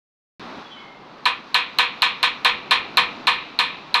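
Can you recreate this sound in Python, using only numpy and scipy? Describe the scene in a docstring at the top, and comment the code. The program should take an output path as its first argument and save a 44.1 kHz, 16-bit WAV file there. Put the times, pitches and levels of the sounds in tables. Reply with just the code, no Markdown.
"""On a bare, echoing landing, a small wooden knocker pulled by a cord clacks eleven times
against its block on a door frame. Each blow gives a hard snap, sets the wood and the frame
ringing, and bounces off the walls. Behind it are a few faint chirps and the wash of distant
traffic. A phone close by picks it all up and rounds off the loudest peaks."""
import sys
import numpy as np
from scipy import signal
from scipy.fft import rfft, irfft
from scipy.io import wavfile
from scipy.ndimage import uniform_filter1d, minimum_filter1d

SR = 44100
rng = np.random.default_rng(int(sys.argv[2]) if len(sys.argv) > 2 else 0)


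def unload_audio(sound):
    """Save the sound as a 16-bit wav file, at the path given as the first command line argument."""
    columns = np.transpose(np.atleast_2d(sound))
    # keep every value between -1 and 1, then stretch to whole-number steps
    steps = np.round(np.clip(columns, -1, 1) * 32767)
    wavfile.write(sys.argv[1], SR, steps.astype(np.int16))


N = 176400


def knocker():
    """Each blow snaps, ticks and rings the wood; the echoes shift as the phone moves."""
    # One row a blow; body means the ringing wood and its echoes, hollow the block's own note.
    # start_s, body_db, snap_db, bright_db_per_octave, hollow_db, tick_db, low_thud_db, damping_db_per_s
    blows = [(1.2546, -2.5, -4, 0.5, 5, -7, -12, 36), (1.5438, -1, 0.5, 0.5, 0, -3, 5, 4),
             (1.7861, 0, 1.5, 0, 0, 5, -1, 2), (2.0200, -1, 2.5, 1.2, 1.5, 2, 10, -2),
             (2.2290, 0, -0.5, 0.2, -1.5, 0.5, 0, 26), (2.4474, 1.5, -1, -1, -2.5, 0, -7, 3),
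             (2.7091, 1, 0, 0, -1, -1.5, 6, 6), (2.9710, 2, 3, -0.5, -1, 6, 1, 21.5),
             (3.2698, -1, -1.5, 0.5, 1.5, -2.5, -2, -12), (3.5889, -3.5, 2, 1.5, 1.5, -1.5, -5, -16),
             (3.9422, -3.5, 3.5, 1.2, 6, 0.5, 2, 3)]
    t = np.arange(32768) / SR
    hz = np.fft.rfftfreq(len(t), 1 / SR)
    octaves = np.log2(np.clip(hz, 800, 5000) / 2000)
    block_hz, block_width_hz = 1027, 310
    block_note = 1 / (1 + ((hz - block_hz) / block_width_hz) ** 2)
    spots, near_samples = 4, 16384  # the phone passes four spots, each with its own echoes
    echoes = landing_echo(t, spots)
    echoes[:, :near_samples] += near_echoes(t[:near_samples], spots)
    wood, snap, ticks = ringing_wood(t), contact_snap(t), edge_ticks(len(blows))
    # A brief low thud in the phone's sound with each blow.
    low_thud = ring(t, pitch_hz=48, level_db=-50, fade_s=0.083)
    places = np.linspace(0, spots - 1, len(blows))
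    out = np.zeros(N)
    for blow, place, tick in zip(blows, places, ticks):
        start_s, body_db, snap_db, bright, hollow_db, tick_db, low_thud_db, damping = blow
        nearness = np.sqrt(np.maximum(0, 1 - abs(np.arange(spots) - place)))
        note_gains = undb(rng.standard_normal(len(wood)))  # each note varies by about 1 dB
        body = note_gains @ wood + nearness @ echoes
        tone = undb(body_db + bright * octaves + hollow_db * block_note)
        body = taper(irfft(rfft(body) * tone)) * undb(-damping * t)
        add(out, start_s, undb(snap_db) * snap + undb(low_thud_db) * low_thud + body)
        add(out, start_s, undb(tick_db) * tick)
    return out


def ringing_wood(t):
    """Struck wood rings at its own set of notes: one row each, starting at slightly different times."""
    # Notes of the knocker, block and frame: pitch_hz, level_db, fade_s
    notes = [(491.7, -33, 0.45), (720, -32, 0.217), (789, -30.5, 0.3), (955.2, -23.5, 0.26),
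             (1010, -20, .24), (1065, -26, 0.29), (1102, -20, 0.18), (1210, -29, 0.31), (1274, -39.5, 0.61),
             (1519.6, -22.5, 0.21), (1735, -14.5, 0.12), (2470, -20.5, 0.2), (2455, -21.5, 0.1),
             (2832, -22.5, 0.31), (3057, -25, 0.17), (3620, -16, 0.067), (3790, -30.5, 0.45),
             (4180, -23, 0.26)]
    rise_s = 0.005017
    delays_s = rng.uniform(0, rise_s, len(notes))
    return np.array([ring(t - delay, *note) * rise(t - delay, rise_s)
                     for note, delay in zip(notes, delays_s)])


def contact_snap(t):
    """The hit itself, heard directly: a few notes that die almost at once."""
    # Notes of the snap: pitch_hz, level_db, fade_s
    notes = [(4070, 6, 0.0083), (3770, -32, 0.0067), (2644, -14, 0.0067), (1010, -17, 0.041)]
    return sum(ring(t, *note) for note in notes) * rise(t, rise_s=0.0011)


def edge_ticks(count):
    """Hard edges meet in a tiny burst of noise, one row for each blow."""
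    # Tone of the tick: pitch_hz, level_db
    tone = [(2000, 8), (5500, -5), (8000, -4), (10000, -4.5), (11300, 1), (12200, 3.5), (13000, -13),
            (14000, -5)]
    t = np.arange(4096) / SR
    bursts = rng.standard_normal((count, len(t))) * fade(t, fade_s=0.0066)
    return undb(-19) * colour(bursts, tone)


def near_echoes(t, spots):
    """The door and near walls throw back a crowd of echoes, one row a spot; the treble dies first."""
    # How long the echoes last: pitch_hz, fade_s
    fade_times = [(300, 0.3), (1000, 0.32), (2400, 0.36), (4000, 0.24), (6000, 0.19), (12000, 0.11)]
    # Tone of the clack as the walls return it: pitch_hz, level_db
    tone = [(100, -27.5), (400, -28.5), (650, -14), (850, -13), (930, 4.5), (1220, 3), (1400, -7),
            (1620, -4.5), (1780, 2.5), (2050, -3.5), (2430, 6.5), (2790, -2), (2900, -7.5), (3120, 1),
            (3600, 0), (3950, 0.5), (4220, -3), (4650, -15), (5350, -18), (6200, -26), (9000, -28),
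            (12500, -38), (14000, -54)]
    hz = np.fft.rfftfreq(len(t), 1 / SR)
    spectrum = rfft(rng.standard_normal((spots, len(t))))
    echoes = 0
    for band_hz, fade_s in fade_times:
        band = on_log(hz, [(pitch_hz, pitch_hz == band_hz) for pitch_hz, _ in fade_times])
        echoes = echoes + irfft(spectrum * band) * fade(t, fade_s)
    first_wall_s = 0.00026
    onset = rise(t - first_wall_s, rise_s=0.00095)
    echoes = even(echoes * onset, size=41) * onset
    return undb(-8.5) * colour(taper(echoes), tone)


def landing_echo(t, spots):
    """The bare landing fills with a long echo that swells and dies away, one row a spot."""
    # Tone of the long echo: pitch_hz, level_db
    tone = [(200, -2.5), (700, -11.5), (1050, 5.5), (1500, -4), (2400, 13.5), (3000, 6), (4100, 6.5),
            (4800, -15.5), (7000, -69.5), (12000, -46)]
    burst = even(rng.standard_normal((spots, len(t))) * fade(t, fade_s=0.75), size=81)
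    return undb(-28) * colour(taper(burst) * rise(t, rise_s=0.036), tone)


def chirps():
    """Short far-off whistles, probably a bird, smeared by the landing's echo."""
    # Falling whistles: start_s, length_s, start_hz, end_hz, level_db
    whistles = [(0.622, 0.081, 3379, 3344, -46.5), (.69, 0.098, 3170, 2965, -44),
                (.755, 0.097, 2236, 2050, -45.5)]
    out, t = np.zeros(N), np.arange(SR) / SR
    for start_s, length_s, start_hz, end_hz, level_db in whistles:
        n = int(length_s * SR)
        pitch_hz = np.linspace(start_hz, end_hz, n)
        note = np.sin(2 * np.pi * np.cumsum(pitch_hz) / SR) * signal.windows.tukey(n, .5)
        echo = signal.fftconvolve(note, rng.standard_normal(SR) * fade(t, fade_s=.6))
        add(out, start_s, undb(level_db) * echo / abs(echo).max() * 2.0)
        add(out, start_s, undb(level_db) * note * .5)
    return out


def traffic():
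    """Distant traffic blurs into a wash of noise whose lows and highs swell separately."""
    # Tone of the traffic: pitch_hz, level_db
    tone = [(30, -21.5), (100, -17.5), (145, -7), (265, -2.5), (370, -6), (560, -8.5), (760, -5.5),
            (1150, -2), (1600, -8.5), (2200, -12), (2550, -11), (3100, -15), (3900, -13), (5000, -21.5),
            (6000, -28), (8000, -44.5), (10000, -51.5), (13000, -50)]
    # Its loudness over time: time_s, lows_db, highs_db
    swells = [(.4, -38.5, -40), (.6, -38.5, -40.5), (.64, -46, -43.5), (1.0, -44.5, -48.5),
              (1.5, -45, -44.5), (2.3, -44.5, -42), (2.801, -40, -44.5), (3.199, -39.5, -41),
              (3.5, -44, -45), (3.85, -42.5, -45), (4, -43.5, -43)]
    time_s, lows_db, highs_db = np.array(swells).T
    split_hz, flicker_db = 890, 0.5
    t = np.arange(N) / SR
    noise = colour(rng.standard_normal(N), tone)
    out = 0
    for kind, level_db in (("low", lows_db), ("high", highs_db)):
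        band = signal.sosfilt(signal.butter(3, split_hz, kind, fs=SR, output="sos"), noise)
        flicker = np.interp(t, np.linspace(0, N / SR, 60), rng.standard_normal(60))
        out = out + unit(band) * undb(np.interp(t, time_s, level_db) + flicker_db * flicker)
    return out


def ring(t, pitch_hz, level_db, fade_s):
    """One pure note that dies away."""
    return undb(level_db) * fade(t, fade_s) * np.sin(2 * np.pi * pitch_hz * t)


def fade(t, fade_s):
    """Die away, dropping 60 dB in fade_s seconds."""
    return np.exp(-np.log(1000) * t / fade_s)


def rise(t, rise_s):
    """Grow smoothly from silence."""
    return 1 - np.exp(-(np.maximum(t, 0) / rise_s) ** 2)


def taper(x):
    """Fade the second half of each row to silence."""
    return x * np.minimum(1, np.linspace(2, 0, x.shape[-1])) ** 2


def colour(x, tone, size=4096):
    """Filter each row to a tone; the table sets the balance of pitches, not the overall loudness."""
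    cepstrum = irfft(np.log(undb(on_log(np.fft.rfftfreq(size, 1 / SR), tone))))
    # Fold onto the first half so the filter never sounds ahead of its input.
    cepstrum[1:size // 2] *= 2
    cepstrum[size // 2 + 1:] = 0
    response = irfft(np.exp(rfft(cepstrum)))
    response /= np.linalg.norm(response)
    n = x.shape[-1]
    return irfft(rfft(x) * rfft(response, n), n)


def even(x, size):
    """Smooth out the chance peaks in the tone of each noise burst, keeping its energy."""
    spectrum = rfft(x)
    power = uniform_filter1d(abs(spectrum) ** 2, size)
    return irfft(spectrum * np.sqrt(power.mean() / power))


def on_log(hz, points):
    """Read between (pitch_hz, value) points, with octaves evenly spaced."""
    pitch_hz, values = np.array(points, float).T
    return np.interp(np.log(np.maximum(hz, 1)), np.log(pitch_hz), values)


def undb(db):
    """Turn decibels into a multiplier."""
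    return 10 ** (np.asarray(db) / 20)


def unit(x):
    """Scale to an average power of 1."""
    return x / np.sqrt(np.mean(x ** 2))


def add(out, start_s, x):
    """Mix x into out at start_s."""
    i = int(round(start_s * SR))
    out[i:i + len(x)] += x[:N - i]


def scene():
    """Knocker, chirps and traffic reach left and right alike."""
    return np.tile(knocker() + chirps() + traffic(), (2, 1))


def record(dry):
    """After a moment of silence, the phone briefly turns down each loud peak and cuts the top treble."""
    ceiling, span_samples = undb(-3.2), 88
    silent_s, top_hz = .396, 13700
    gain = np.minimum(1, ceiling / (abs(dry[0]) + 1e-9))
    gain = uniform_filter1d(minimum_filter1d(gain, span_samples), span_samples)
    opened = np.arange(N) / SR > silent_s
    treble_cut = signal.ellip(8, .2, 70, top_hz, fs=SR, output="sos")
    return signal.sosfilt(treble_cut, dry * gain * opened)


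dry = scene()
out = record(dry)
unload_audio(out)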